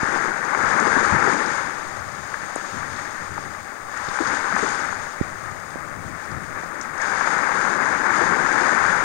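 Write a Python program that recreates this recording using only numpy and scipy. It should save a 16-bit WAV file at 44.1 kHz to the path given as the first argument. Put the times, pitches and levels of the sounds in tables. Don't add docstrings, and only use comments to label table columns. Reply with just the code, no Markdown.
import sys
import numpy as np
from scipy import signal
from scipy.fft import rfft, irfft
from scipy.io import wavfile

SR = 44100
rng = np.random.default_rng(int(sys.argv[2]) if len(sys.argv) > 2 else 0)


def unload_audio(sound):
    columns = np.transpose(np.atleast_2d(sound))
    steps = np.round(np.clip(columns, -1, 1) * 32767)
    wavfile.write(sys.argv[1], SR, steps.astype(np.int16))


N = 398655

# (frequency [Hz], relative level [dB])
BREAKER_SPECTRUM = [(250, -33), (470, -9), (590, -8), (690, -10), (820, -1), (1000, -2.5), (1350, 0),
                    (1580, 1.5), (1800, -2.5), (2000, -8.5), (2200, -10), (2570, -22.5), (3200, -39),
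                    (4500, -67)]
# (frequency [Hz], relative level [dB])
SPRAY_SPECTRUM = [(2000, -2), (3160, -7.5), (3620, -3.5), (4170, -8), (4880, -2.5), (5800, -7), (6450, 0.5),
                  (6800, 0.5), (7650, -13.5), (8600, -6.5), (9400, -16), (10200, -39), (11200, -72)]


def surf(churn_lag_s=0.031):
    surges = [(-0.1, 0.15, 0.16, -25.5, -40.5, -36), (0.26, 0.49, .3, -21.5, -36.5, -33.5),
              (1.056, 0.19, 0.048, -22, -37.5, -31), (1.464, 0.041, 0.02, -32.5, -41, -52),
              (1.61, 0.95, .55, -35.5, -44.5, -50.5), (3.872, 0.11, 0.058, -32.5, -43, -56),
              (3.95, .3, 0.42, -27.5, -39.5, -40.5), (4.47, 0.096, 0.17, -29, -41.5, -44),
              (5.9, 0.95, 0.22, -35, -53, -46), (6.95, 0.067, .02, -28.5, -39.5, -52),
              (6.97, 0.31, 2.3, -24, -40, -37), (7.998, 0.21, .05, -25, -43.5, -31.5),
              (8.39, 0.26, 0.16, -24.5, -40.5, -38.5)]
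    start, rise, hold, wash_db, spray_db, churn_db = np.transpose(surges)
    wash_db = swells(zip(start, rise, hold, wash_db), calm_db=-37.5, fall_db_per_s=29.5)
    spray_db = swells(zip(start, rise, hold, spray_db), calm_db=-50.5, fall_db_per_s=24.5)
    churn_db = swells(zip(start + churn_lag_s, rise, hold, churn_db), calm_db=-52, fall_db_per_s=43)
    return wash(wash_db) + spray(spray_db) + churn(churn_db)


def wash(level_db, far_db=6.5, flicker_db=0.69, calm_db=-36, breaking_db=-28):
    # (frequency [Hz], relative level [dB])
    backwash_spectrum = [(250, -13.5), (450, -7), (600, -1), (690, -5), (810, 1), (970, -3.5), (1170, 2.5),
                         (1550, 0.5), (1780, 0), (2000, -5), (2200, -8), (2570, -19), (4500, -67)]
    near = bubble_cloud(2400, 454, 3130, t60_cycles=15, spread_db=-0.5, clump_db=2.2)
    rush = near + from_db(far_db) * rng.standard_normal(N)
    breaker = rms_one(coloured(rush, BREAKER_SPECTRUM))
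    backwash = rms_one(coloured(rush, backwash_spectrum))
    breaking = np.clip((level_db - calm_db) / (breaking_db - calm_db), 0, 1)
    water = breaking * breaker + (1 - breaking) * backwash
    return water * from_db(level_db + flicker_db * drift(28))


def spray(level_db, mist_db=6.5, drops_db=-14.5, flicker_db=1.0):
    fizz = bubble_cloud(2500, 2390, 10460, t60_cycles=11, spread_db=3.5, clump_db=0.5)
    drops = bubble_cloud(110, 3500, 6720, t60_cycles=25, spread_db=4, clump_db=0, pitch_count=12)
    mist = from_db(mist_db) * rng.standard_normal(N)
    foam = rms_one(coloured(fizz + from_db(drops_db) * drops + mist, SPRAY_SPECTRUM))
    return foam * from_db(level_db + flicker_db * drift(8.4))


def churn(level_db, rumble_db=7.5):
    # (frequency [Hz], relative level [dB])
    churn_spectrum = [(50, -42), (110, -9), (180, -2), (280, -0.5), (385, -1.5), (470, -7), (700, -10.5),
                      (1500, -77)]
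    deep = bubble_cloud(350, 99, 645, t60_cycles=13, spread_db=-1.5, clump_db=3)
    rumble = from_db(rumble_db) * rng.standard_normal(N)
    return from_db(level_db) * rms_one(coloured(deep + rumble, churn_spectrum))


def bubble_cloud(per_s, low_hz, high_hz, t60_cycles, spread_db, clump_db, pitch_count=24):
    strengths = from_db(spread_db * np.minimum(rng.exponential(1, N), 4)) * rng.choice([-1, 1], N)
    births = strengths * (rng.random(N) < per_s * from_db(clump_db * drift(14)) / SR)
    pitch_index = rng.integers(0, pitch_count, N)
    rings = (hz ** 1.5 * ring(births * (pitch_index == k), hz, t60_cycles / hz)
             for k, hz in enumerate(np.geomspace(low_hz, high_hz, pitch_count)))
    return rms_one(sum(rings))


def slaps(decay_s=0.0023):
    # (time [s], peak before port gain [dB])
    hits = [(0.532, -17), (0.547, -12), (1.223, -12), (2.341, -14.5), (3.378, -19), (4.187, -15),
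            (4.524, -14), (4.563, -11), (4.926, -18.5), (7.209, -11), (7.272, -11), (8.236, -13),
            (8.839, -11)]
    out = np.zeros(N)
    for time_s, peak_db in hits:
        add(out, time_s, peak_db, coloured(burst(decay_s), BREAKER_SPECTRUM))
    return out


def spits(decay_s=0.0032):
    # (time [s], peak before port gain [dB], pitch [Hz])
    landings = [(0.798, -23, 6600), (1.46, -28, 4980), (2.962, -32.5, 4440), (3.973, -32, 6650),
                (4.085, -31, 4100), (4.271, -26, 5000), (4.688, -27, 6700), (6.313, -37, 5100),
                (6.61, -39, 5540), (6.811, -24.5, 6540), (6.825, -35, 6700), (6.978, -32, 6500),
                (7.015, -25, 6340)]
    out = np.zeros(N)
    for time_s, peak_db, hz in landings:
        add(out, time_s, peak_db, tick(hz, decay_s, band_ratio=1.28))
    return out


def gulps(decay_cycles=3.7, glide_per_s=3.6, ring_gain=0.93):
    # (time [s], peak before port gain [dB], starting pitch [Hz])
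    pockets = [(0.868, -19, 372), (0.964, -18.5, 257), (1.119, -19, 118), (1.272, -22, 324),
               (1.326, -30, 187), (2.731, -30.5, 186), (4.202, -17, 300), (4.531, -26.5, 199),
               (4.626, -20, 300), (8.209, -17, 369), (8.541, -25, 270), (8.613, -20.5, 342)]
    out, t = np.zeros(N), np.arange(SR // 10) / SR
    for time_s, peak_db, hz in pockets:
        cycles = hz * t * (1 + glide_per_s * t)
        slosh = rms_one(bandpass(rng.standard_normal(len(t)), hz / 1.25, hz * 1.53))
        envelope = (1 - np.exp(-cycles)) * np.exp(-cycles / decay_cycles)
        add(out, time_s, peak_db, envelope * (slosh + ring_gain * np.sin(2 * np.pi * cycles)))
    return out


def port_pops(band_ratio=2.27):
    # (time [s], peak [dB], nominal pitch [Hz], port [0 left, 1 right])
    pops = [(0.0307, -12.5, 225, 1), (0.6804, -28, 320, 1), (1.5867, -25, 477, 1), (2.0687, -31, 213, 1),
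            (2.4312, -26, 210, 1), (2.5617, -7.5, 860, 0), (3.3875, -22, 403, 1), (4.0854, -20, 280, 1),
            (4.524, -23, 740, 1), (4.9053, -22, 700, 1), (5.2115, -5, 250, 1), (5.7573, -16, 456, 1),
            (6.6356, -18, 670, 1), (7.8117, -25, 380, 1)]
    out, impulse = np.zeros((2, N)), signal.unit_impulse(SR // 10)
    for time_s, peak_db, hz, port in pops:
        centre_hz = hz / 1.62
        knock = bandpass(impulse, centre_hz / band_ratio, centre_hz * band_ratio)
        add(out[port], time_s, peak_db, lowpass(knock, 1.9 * hz, order=2))
    return out


def housing_tick(time_s=2.5573, peak_db=-19):
    out = np.zeros((2, N))
    for channel in out:
        add(channel, time_s, peak_db, tick(hz=8400, decay_s=0.0005, band_ratio=1.1))
    return out


def tick(hz, decay_s, band_ratio):
    return coloured(bandpass(burst(decay_s), hz / band_ratio, hz * band_ratio), SPRAY_SPECTRUM)


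def wind(gust_rise_s=0.066, sealed_db=-45):
    # (start [s], hold [s], level before port gain [dB])
    gusts = [(0.536, .55, -46), (1.644, 0.51, -46.5), (2.66, 0.24, -48), (3.27, 0.13, -43.5),
             (5.2, .6, -45.5), (5.9, 0.61, -47.5), (8.16, 0.027, -50)]
    # (frequency [Hz], relative level [dB])
    buffet_spectrum = [(10, -35), (25, -36), (50, -10.5), (90, -3), (150, -5), (300, -14), (700, -25),
                       (2000, -79)]
    rumble_spectrum = [(10, 4.5), (25, -22), (45, -9), (85, -7), (150, -10.5), (300, -16.5), (700, -24.5),
                       (2000, -84)]
    rows = [(start_s, gust_rise_s, hold_s, db) for start_s, hold_s, db in gusts]
    open_db = swells(rows, calm_db=-54, fall_db_per_s=49)
    buffet = turbulence(open_db, buffet_spectrum, lumpy_db=4.5)
    return buffet, turbulence(sealed_db, rumble_spectrum, lumpy_db=2.5)


def turbulence(level_db, spectrum, lumpy_db):
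    gain = from_db(level_db + lumpy_db * drift(3.2))
    return gain * rms_one(coloured(rng.standard_normal(N), spectrum))


def swells(rows, calm_db, fall_db_per_s):
    t, power = np.arange(N) / SR, from_db(calm_db) ** 2
    for start_s, rise_s, hold_s, db in rows:
        attack = np.clip((t - start_s) / rise_s, 0, 1)
        release_db = fall_db_per_s * np.maximum(t - start_s - rise_s - hold_s, 0)
        power = power + (attack * from_db(db - release_db)) ** 2
    return 10 * np.log10(power)


def burst(decay_s):
    age = np.arange(SR // 10) / SR / decay_s
    return rng.standard_normal(len(age)) * (1 - np.exp(-2 * age)) * np.exp(-age)


def ring(clicks, hz, t60_s):
    r, w = from_db(-60 / (t60_s * SR)), 2 * np.pi * hz / SR
    return signal.lfilter([0, np.sin(w)], [1, -2 * r * np.cos(w), r * r], clicks + 1e-18)


def drift(corner_hz, hop=40, warmup=2000):
    r = np.exp(-2 * np.pi * corner_hz * hop / SR)
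    white = rng.standard_normal(N // hop + warmup + 2)
    slow = signal.lfilter([1], [1, -2 * r, r * r], white)[warmup:]
    return np.interp(np.arange(N) / hop, np.arange(len(slow)), rms_one(slow))


def coloured(x, spectrum, taps=8192):
    hz, db = np.transpose(spectrum)
    grid_hz = np.maximum(np.fft.rfftfreq(taps, 1 / SR), 1)
    gain = from_db(np.interp(np.log(grid_hz), np.log(hz), db))
    cepstrum = irfft(np.log(gain))
    cepstrum[1:taps // 2] *= 2
    cepstrum[taps // 2 + 1:] = 0
    return signal.oaconvolve(x, irfft(np.exp(rfft(cepstrum))))[:len(x)]


def bandpass(x, low_hz, high_hz):
    return signal.sosfilt(signal.butter(2, [low_hz, high_hz], "band", fs=SR, output="sos"), x)


def lowpass(x, hz, order):
    return signal.sosfilt(signal.butter(order, hz, fs=SR, output="sos"), x)


def add(out, time_s, peak_db, sound):
    start = round(time_s * SR)
    part = sound[:N - start]
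    out[start:start + len(part)] += from_db(peak_db) * part / np.abs(sound).max()


def from_db(db):
    return 10 ** (np.asarray(db) / 20)


def rms_one(x):
    return x / np.sqrt(np.mean(x ** 2) + 1e-20)


def scene(port_gain_db=6.5, shared_fraction=0.85, shared_below_hz=2500, lag_samples=5):
    # (frequency [Hz], gain relative to left [dB])
    seal_response = [(130, -18), (300, -28), (700, -30), (1450, -29.5), (1750, -37), (2300, -36),
                     (3000, -35), (3800, -30), (4800, -16.5), (5600, -10), (6600, -16.5), (7600, -12),
                     (8500, -18.5), (9600, -3)]
    water = surf() + slaps() + spits() + gulps()
    other_water = surf()
    delayed = np.pad(water, (lag_samples, 0))[:N]
    right_water = other_water + shared_fraction * lowpass(delayed - other_water, shared_below_hz, order=1)
    buffet, rumble = wind()
    left = from_db(port_gain_db) * (water + buffet)
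    right = from_db(port_gain_db) * coloured(right_water, seal_response) + rumble
    return np.array([left, right]) + port_pops() + housing_tick()


def record(dry, hiss_db=-52, cutoff_hz=15800):
    # (frequency [Hz], relative level [dB])
    hiss_spectrum = [(3000, -11), (4000, -29), (5000, -2), (9000, 11.5), (10300, -2.5), (11000, -0.5),
                     (16000, -1)]
    hiss = np.array([rms_one(coloured(white, hiss_spectrum)) for white in rng.standard_normal((2, N))])
    treble_cut = signal.ellip(14, 0.1, 100, cutoff_hz, fs=SR, output="sos")
    return signal.sosfilt(treble_cut, dry + from_db(hiss_db) * hiss)


dry = scene()
out = record(dry)
unload_audio(out)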